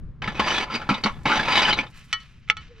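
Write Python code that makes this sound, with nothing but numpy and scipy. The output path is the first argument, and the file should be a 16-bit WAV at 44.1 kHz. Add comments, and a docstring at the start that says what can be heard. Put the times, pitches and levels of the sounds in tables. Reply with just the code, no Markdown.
"""Outdoors, gloved hands work a slate loose from a boarded roof: crushed grit grinds, and each jolt excites
the damped resonances of the slate, the heavy ones with a thump of the boarding; loosened grit trickles.
Two loose slates are then rubbed and clinked together: noise and cracks excite their modes. A soft low hoot
is a sine of wavering pitch. Roof and ground answer as a decaying noise tail. Wind rumbles on the microphone
ports as gusty low noise that differs between left and right, over a faint open-air hiss."""
import sys
import numpy as np
from scipy import signal
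from scipy.fft import rfft, irfft, next_fast_len
from scipy.io import wavfile
from scipy.ndimage import map_coordinates

SR = 44100
rng = np.random.default_rng(int(sys.argv[2]) if len(sys.argv) > 2 else 0)


def invert_db(level):
    """Linear amplitude ratio for a level in decibels (20 dB per decade), elementwise."""
    return 10 ** (np.asarray(level, dtype=float) / 20)


def transcribe(u):
    """Save the signal u as a 16-bit wav file named by the first command-line argument.

    u: samples, shape (n,) or (channels, n), limited to [-1, 1]; the rate is SR.
    q: integer samples, one column per channel.
    """
    v = np.clip(np.atleast_2d(u).T, -1, 1)
    q = np.round(v * 32767).astype(np.int16)
    wavfile.write(sys.argv[1], SR, q)


N = 123480  # samples

# Broad spectrum of slate on slate. Each row: frequency in Hz, relative level in dB per Hz.
GRIND_COLOUR = [(60, -49), (110, -11), (200, 0.5), (420, -3.5), (900, -3.5), (2500, -3.5), (4500, -14),
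                (7000, -31), (11000, -49.5), (14500, -65), (15800, -82)]
# Resonances of the slate held in the roof. Each row: frequency in Hz, width in Hz, relative level in dB.
HELD_RESONANCES = [(860, 70, 1), (1015, 80, 2), (1305, 90, 2), (1740, 110, 0), (2210, 100, 2),
                   (2525, 70, 1), (2995, 100, 1), (3450, 90, 3), (3880, 90, 3), (4780, 110, 7),
                   (5850, 120, 7)]
# Modes of the two loose slates. Each row: frequency in Hz, relative level in dB, undamped t60 in seconds.
THICK_SLATE = [(478, -21, .08), (856, -14, .09), (1303, -1, .12), (1405, -5, .08), (1744, -12, .09),
               (2240, -4, .09), (2632, -14, .06), (3343, -8, .06), (3990, -10, .06), (4400, -13, .06)]
THIN_SLATE = [(1096, -14, .13), (1895, -6, .12), (2998, -4, .1), (5502, -15, .05), (5800, -14, .04)]

BROAD_SHARE = .75  # share of the force heard between the resonances
SHIFTING_DB = 5  # spread of each resonance's level; halved for the knocks
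SEAT_S = .0004  # time constant of a contact's rise


def unit(x):
    """Normalization: scale to rms 1."""
    return x / np.sqrt(np.mean(x ** 2) + 1e-20)


def along(points, hz):
    """Interpolation of (Hz, value) points on a logarithmic frequency axis."""
    f, v = np.transpose(points)
    return np.interp(np.log(hz + 1), np.log(f + 1), v)


def curves(rows, outside=None):
    """Linear interpolation in time: one value per sample for each column after the time."""
    s, *cols = np.transpose(rows)
    return [np.interp(np.arange(N) / SR, s, c, outside, outside) for c in cols]


def wobble(rate):
    """Slow random modulation: a smooth curve through rate random knots a second."""
    knots = rng.standard_normal(int(N * rate / SR) + 4)
    return map_coordinates(knots, [np.arange(N) * rate / SR])


def filtered(x, response):
    """Linear filtering: the spectrum of x times a complex response of frequency."""
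    n = x.shape[-1]
    m = next_fast_len(n + SR // 4)
    return irfft(rfft(x, m) * response(np.fft.rfftfreq(m, 1 / SR)), m)[..., :n]


def resonances(peaks, hz):
    """Damped oscillators in parallel, causal and of alternating sign; peaks hold Hz, width in Hz, dB."""
    return sum((-1) ** k * invert_db(db) * 1j * hz * width / (centre * centre - hz * hz + 1j * hz * width)
               for k, (centre, width, db) in enumerate(peaks))


def tilt(hz, db_per_octave):
    """Spectral slope: a gain that leans about 2 kHz."""
    return invert_db(db_per_octave * np.log2((hz + 50) / 2000))


def grit(n, per_s, spread_db, share):
    """Granular friction: sparse grains of uneven size over fine noise; share is the grains' power."""
    sizes = invert_db(spread_db * rng.standard_normal(n).clip(-2, 2))
    grains = (rng.random(n) < per_s / SR) * rng.choice([-1, 1], n) * sizes
    share = np.clip(share, 0, 1)
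    return np.sqrt(share) * unit(grains) + np.sqrt(1 - share) * rng.standard_normal(n)


def struck(force, t, t60, colour):
    """Impulsive excitation: a dying burst of force through a colour, scaled by its undecayed level."""
    return filtered(force * invert_db(-60 * t / t60), colour) / np.std(filtered(force, colour))


def ring(modes, t, scatter_db, db_per_octave=0, damping=1):
    """Modal synthesis: a sum of dying sines at scattered levels; damping acts most on the high modes."""
    total = 0
    for hz, db, t60 in modes:
        loss_db = 60 * t * damping ** (min(hz, 3000) / 2200) / t60
        level = invert_db(db + rng.normal(0, scatter_db) - loss_db)
        total = total + level * tilt(hz, db_per_octave) * np.sin(2 * np.pi * hz * t)
    return total


def held_slate(hz, shifts_db):
    """Source and resonator: the broad grinding colour with the slate's damped resonances on top."""
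    peaks = [(centre, width, db + shift)
             for (centre, width, db), shift in zip(HELD_RESONANCES, shifts_db)]
    return invert_db(along(GRIND_COLOUR, hz)) * (BROAD_SHARE + resonances(peaks, hz))


def drag():
    """Friction: crushed grit excites the slate; harder strokes are brighter and resonances come and go."""
    # Strokes of slate over slate. Each row: time in seconds, level in dB.
    strokes = [(.215, -84), (.23, -34.5), (.33, -39), (.385, -32.5), (.43, -29), (.47, -23), (.56, -21.5),
               (.63, -25), (.675, -42.5), (.71, -33), (.76, -26), (.8, -38.5), (.825, -37.5), (.86, -44),
               (.98, -38), (1.03, -46.5), (1.12, -45.5), (1.24, -52.5), (1.28, -25), (1.35, -23),
               (1.42, -28.5), (1.47, -24.5), (1.6, -17), (1.64, -26), (1.7, -20.5), (1.74, -52),
               (1.78, -27), (1.85, -41), (1.93, -69)]
    dull_db, bright_db = -42, -14  # stroke levels at which the sound is dullest and brightest
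    level_db, = curves(strokes, -120)
    force = grit(N, 1400, 3.5, .55) * invert_db(2.5 * wobble(120).clip(-2, 2))
    rung = 0
    for peak in HELD_RESONANCES:
        contact = invert_db(SHIFTING_DB * wobble(16).clip(-2, 2))  # changes as the contact moves
        rung = rung + filtered(force * contact, lambda hz: resonances([peak], hz))
    dull, sharp = (filtered(BROAD_SHARE * force + rung,
                            lambda hz: invert_db(along(GRIND_COLOUR, hz)) * tilt(hz, lean))
                   for lean in (-3, 2.5))  # dB per octave
    mix = np.clip((level_db - dull_db) / (bright_db - dull_db), 0, 1)
    return invert_db(level_db) * ((1 - mix) * unit(dull) + mix * unit(sharp))


def knocks():
    """Impact: each jolt is a dying rattle through the held slate, raised around its own pitch."""
    # Each row: start in seconds, relative level in dB, pitch in Hz, t60 of the force in seconds.
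    jolts = [(0.22, -15.5, 1770, 0.051), (0.242, -16.5, 1940, 0.034), (0.275, -12.5, 1750, 0.085),
             (0.395, -4, 1040, 0.077), (0.477, -15, 1210, 0.077), (0.517, -12.5, 1760, 0.078),
             (0.7, -23, 1210, 0.046), (0.815, -24.5, 1480, 0.14), (0.89, -7, 1012, 0.18),
             (0.899, -10.5, 2450, 0.071), (0.942, -16.5, 3560, 0.069), (1.037, -8.5, 4540, 0.072),
             (1.058, -9, 1074, 0.13), (1.255, -9, 987, 0.19), (1.296, -9.5, 1204, 0.17),
             (1.314, -11, 1540, 0.24), (1.392, -9.5, 1690, 0.065), (1.482, -7, 1313, 0.091),
             (1.496, -22, 1313, 0.045), (1.552, -16, 2140, 0.053), (1.575, -6, 3500, 0.038),
             (1.617, -12.5, 5000, 0.16), (1.63, -6.5, 2480, 0.065), (1.649, -11, 3020, 0.11),
             (1.674, -12.5, 1520, 0.15), (1.706, -9.5, 3130, 0.092), (1.727, -7, 4050, 0.078),
             (1.787, -9.5, 2374, 0.093), (1.867, -32, 3630, 0.056)]
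    sharpness, height_db = 14, 14  # of the resonance at each jolt's pitch
    out, t = np.zeros(N + SR), np.arange(SR // 4) / SR
    shifts_db = SHIFTING_DB / 2 * rng.standard_normal((len(jolts), len(HELD_RESONANCES))).clip(-2, 2)
    for (start, db, pitch_hz, t60), shift in zip(jolts, shifts_db):
        clack = [(pitch_hz, pitch_hz / sharpness, height_db)]
        bright = 0.5 * np.log2(pitch_hz / 2000)  # dB per octave: higher jolts lean brighter
        colour = lambda hz: held_slate(hz, shift) * tilt(hz, bright) * (1 + resonances(clack, hz))
        rattle = struck(grit(len(t), 2500, 2.5, 0.28), t, t60, colour)
        out[round(start * SR):][:len(t)] += invert_db(db - 7.5) * rattle * (1 - np.exp(-t / SEAT_S))
    return out[:N]


def thumps():
    """Modal response: the heavy jolts set the low modes of the boarding ringing."""
    # Blows on the boarding. Each row: start in seconds, relative level in dB.
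    blows = [(0.277, -33), (0.393, -26), (0.892, -17.5), (0.908, -17), (1.05, -19.5), (1.063, -22),
             (1.258, -21), (1.79, -21)]
    # Modes of the boarding. Each row: frequency in Hz, relative level in dB, t60 in seconds.
    board_modes = [(139, -11, 0.1), (206.5, 1, 0.096), (260.6, -2.5, 0.094)]
    out, t = np.zeros(N + SR), np.arange(SR // 4) / SR
    for start, db in blows:
        out[round(start * SR):][:len(t)] += invert_db(db) * ring(board_modes, t, 5.0) * (1 - np.exp(-t / 0.0025))
    return out[:N]


def crumbs():
    """Random small impacts: loosened grit trickles down the roof as dry ticks over a faint rustle."""
    # Trickle of grit. Each row: time in seconds, level in dB.
    trickle = [(.3, -72.5), (1.2, -67.5), (1.94, -72), (1.96, -59), (2.03, -68), (2.3, -74.5), (2.5, -92.5)]
    level_db, = curves(trickle, -120)
    ticks = filtered(grit(N, 90, 5, .5), lambda hz: resonances([(4800, 6000, 0)], hz) ** 3)
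    return invert_db(level_db) * unit(ticks)


def clinks():
    """Impact of two plates: a short crack, then the modes of both ring, damped by the fingers."""
    # Each row: start in seconds, relative level in dB, brightness in dB per octave,
    # finger damping as a factor on the decay rate at 2200 Hz, level of the thin slate's modes in dB.
    touches = [(2.128, -6, 3.5, 0.77, 3.5), (2.201, -34.5, 7.5, 0.5, -7), (2.477, -39.5, -4.5, 1.2, -13),
               (2.486, -28.5, -2.5, 1, -21), (2.499, -3, -2, 1.19, -17), (2.568, -17.5, 0.5, 0.7, -4)]
    # Broad spectrum of the crack. Each row: frequency in Hz, relative level in dB.
    crack_colour = [(200, -11.5), (1000, -28.5), (2200, 10), (3600, -8), (6000, -10.5), (9000, -26.5),
                    (15000, -99)]
    # Resonances of the edges that meet. Each row: frequency in Hz, width in Hz, relative level in dB.
    edge_peaks = [(2220, 130, 11), (3480, 200, 16)]
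    crack_db, crack_t60_s, ring_db = 4.5, 0.013, -15.5
    out, t = np.zeros(N + SR), np.arange(SR // 3) / SR
    rise = 1 - np.exp(-t / SEAT_S)
    for start, db, bright, damping, thin_db in touches:
        colour = lambda hz: invert_db(along(crack_colour, hz)) * (1 + resonances(edge_peaks, hz)) * tilt(hz, bright)
        crack = struck(rng.standard_normal(len(t)) * rise, t, crack_t60_s, colour)
        modes = ring(THICK_SLATE, t, 0.76, bright, damping)
        modes = modes + invert_db(thin_db) * ring(THIN_SLATE, t, 0.52, bright, damping)
        clink = invert_db(crack_db) * damping ** 1.5 * crack + invert_db(ring_db) * modes
        out[round(start * SR):][:len(t)] += invert_db(db) * clink * rise
    return out[:N]


def rub():
    """Sliding friction: gloves and slate faces make light noise that stirs the loose slates' modes."""
    # Rubbing of the loose slates in the gloves. Each row: time in seconds, level in dB.
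    slides = [(1.85, -88), (1.94, -55), (1.97, -50), (2.07, -60.5), (2.12, -52), (2.24, -55.5),
              (2.36, -62.5), (2.46, -64.5), (2.56, -61.5), (2.6, -52.5), (2.675, -55), (2.7, -61.5),
              (2.8, -56)]
    # Broad spectrum of the rubbing. Each row: frequency in Hz, relative level in dB per Hz.
    rub_colour = [(400, -2.5), (900, 5), (1300, 10), (2500, 12.5), (6000, -3.5), (14000, -53)]
    level_db, = curves(slides, -120)
    force = grit(N, 700, 4, .4) * invert_db(1.5 * wobble(40).clip(-2, 2))
    modes = [(hz, 1.9 / t60, db) for hz, db, t60 in THICK_SLATE + THIN_SLATE]  # width goes as 1 / t60
    friction = unit(filtered(force, lambda hz: invert_db(along(rub_colour, hz))))
    rung = unit(filtered(force, lambda hz: resonances(modes, hz)))
    return invert_db(level_db) * unit(friction + invert_db(-10.5) * rung)


def hoot():
    """Frequency modulation: a soft low sine whose phase is the running sum of a wavering pitch."""
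    # Each row: time in seconds, frequency in Hz, rms level in dB.
    tone = [(2.68, 442, -70), (2.715, 490, -46.5), (2.75, 442, -63), (2.8, 444, -53)]
    hz, = curves([row[:2] for row in tone])
    _, level_db = curves(tone, -120)
    return np.sqrt(2) * invert_db(level_db) * np.sin(2 * np.pi * np.cumsum(hz) / SR)


def surroundings(x):
    """Early reverberation: roof and ground answer with noise that decays at its own rate per frequency."""
    # Each row: frequency in Hz, t60 in seconds, relative energy in dB.
    answer = [(150.7, 0.38, -21), (1470, 0.072, -11.5), (4860, 0.045, -6.5), (8600, 0.023, 4.5)]
    hz, t, z = signal.stft(rng.standard_normal((2, SR // 4)), SR, nperseg=128)
    t60, db = (along([(row[0], row[k]) for row in answer], hz)[:, None] for k in (1, 2))
    decay = invert_db(db - 60 * t / t60)
    decay = decay / np.sqrt(t60 * SR / (6 * np.log(10)))  # energy independent of t60
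    tail = signal.istft(z * decay, SR, nperseg=128)[1]
    delayed = np.pad(x, (130, 0))  # samples
    return signal.fftconvolve(delayed[None], tail, axes=1)[:, :N]


def rush(spectrum, alike):
    """Partial coherence: stereo noise of rms 1, its mid and side shares set by left-right likeness."""
    turn = lambda hz: np.arccos(np.clip(along(alike, hz), -1, 1)) / 2
    mid, side = filtered(rng.standard_normal((2, N)),
                         lambda hz: invert_db(along(spectrum, hz)) * [np.cos(turn(hz)), np.sin(turn(hz))])
    return unit(np.array([mid + side, mid - side]))


def wind():
    """Turbulence noise: gusty rumble on the ports, and a faint hiss that follows its slow level."""
    # Slow course of the wind. Each row: time in seconds, level in dB.
    gusts = [(0, -33.5), (.15, -36.5), (.9, -44.5), (1.1, -38.5), (1.5, -39), (1.95, -45.5), (2.2, -50),
             (2.8, -47)]
    # Spectra of rumble and open air. 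Each row: frequency in Hz, relative level in dB per Hz.
    rumble_colour = [(20, 1), (155, -6.5), (295, -23), (426, -31), (600, -37.5), (780, -82), (1320, -120)]
    air_colour = [(300, -11), (1200, 0), (5000, -24), (14000, -50.5)]
    # Coherence of the rumble. Each row: frequency in Hz, left-right likeness from 0 to 1.
    likeness = [(30, .72), (80, .85), (130, 1)]
    level_db, = curves(gusts)
    balance_db = np.array([[.7], [-.7]])
    rumble = invert_db(level_db + 1.8 * wobble(12) + balance_db) * rush(rumble_colour, likeness)
    return rumble + invert_db(level_db - 31.5) * rush(air_colour, [(1000, 1.0)])  # the hiss is alike in both


def scene():
    """Interaural cues: level and arrival differences place the work, which reaches the right port first."""
    # Left over right balance of the roof work. Each row: frequency in Hz, difference in dB.
    lean = [(300, 0), (2000, 0.7), (6000, -1.5), (12000, -12.5)]
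    loose_lean_db = -0.5  # left over right
    left_lag_s, lag_fades_hz = 3.6e-5, 9500
    roof = drag() + knocks() + thumps() + crumbs()
    loose = clinks() + rub() + hoot()
    side = np.array([[.5], [-.5]])  # half of each difference to either port
    lag = lambda hz: np.exp(-2j * np.pi * hz * left_lag_s * side / (1 + (hz / lag_fades_hz) ** 2))
    near = filtered(roof, lambda hz: invert_db(side * along(lean, hz)) * lag(hz))
    near = near + filtered(loose, lambda hz: invert_db(side * loose_lean_db) * lag(hz))
    return near + surroundings(roof + loose) + wind()


def roll_off(x):
    """The treble ends steeply here."""
    return signal.sosfilt(signal.butter(12, 15780, fs=SR, output="sos"), x)


def record(dry):
    """Signal chain: the finished mix goes through the last stage unaltered in level."""
    return roll_off(dry)


dry = scene()
out = record(dry)
transcribe(out)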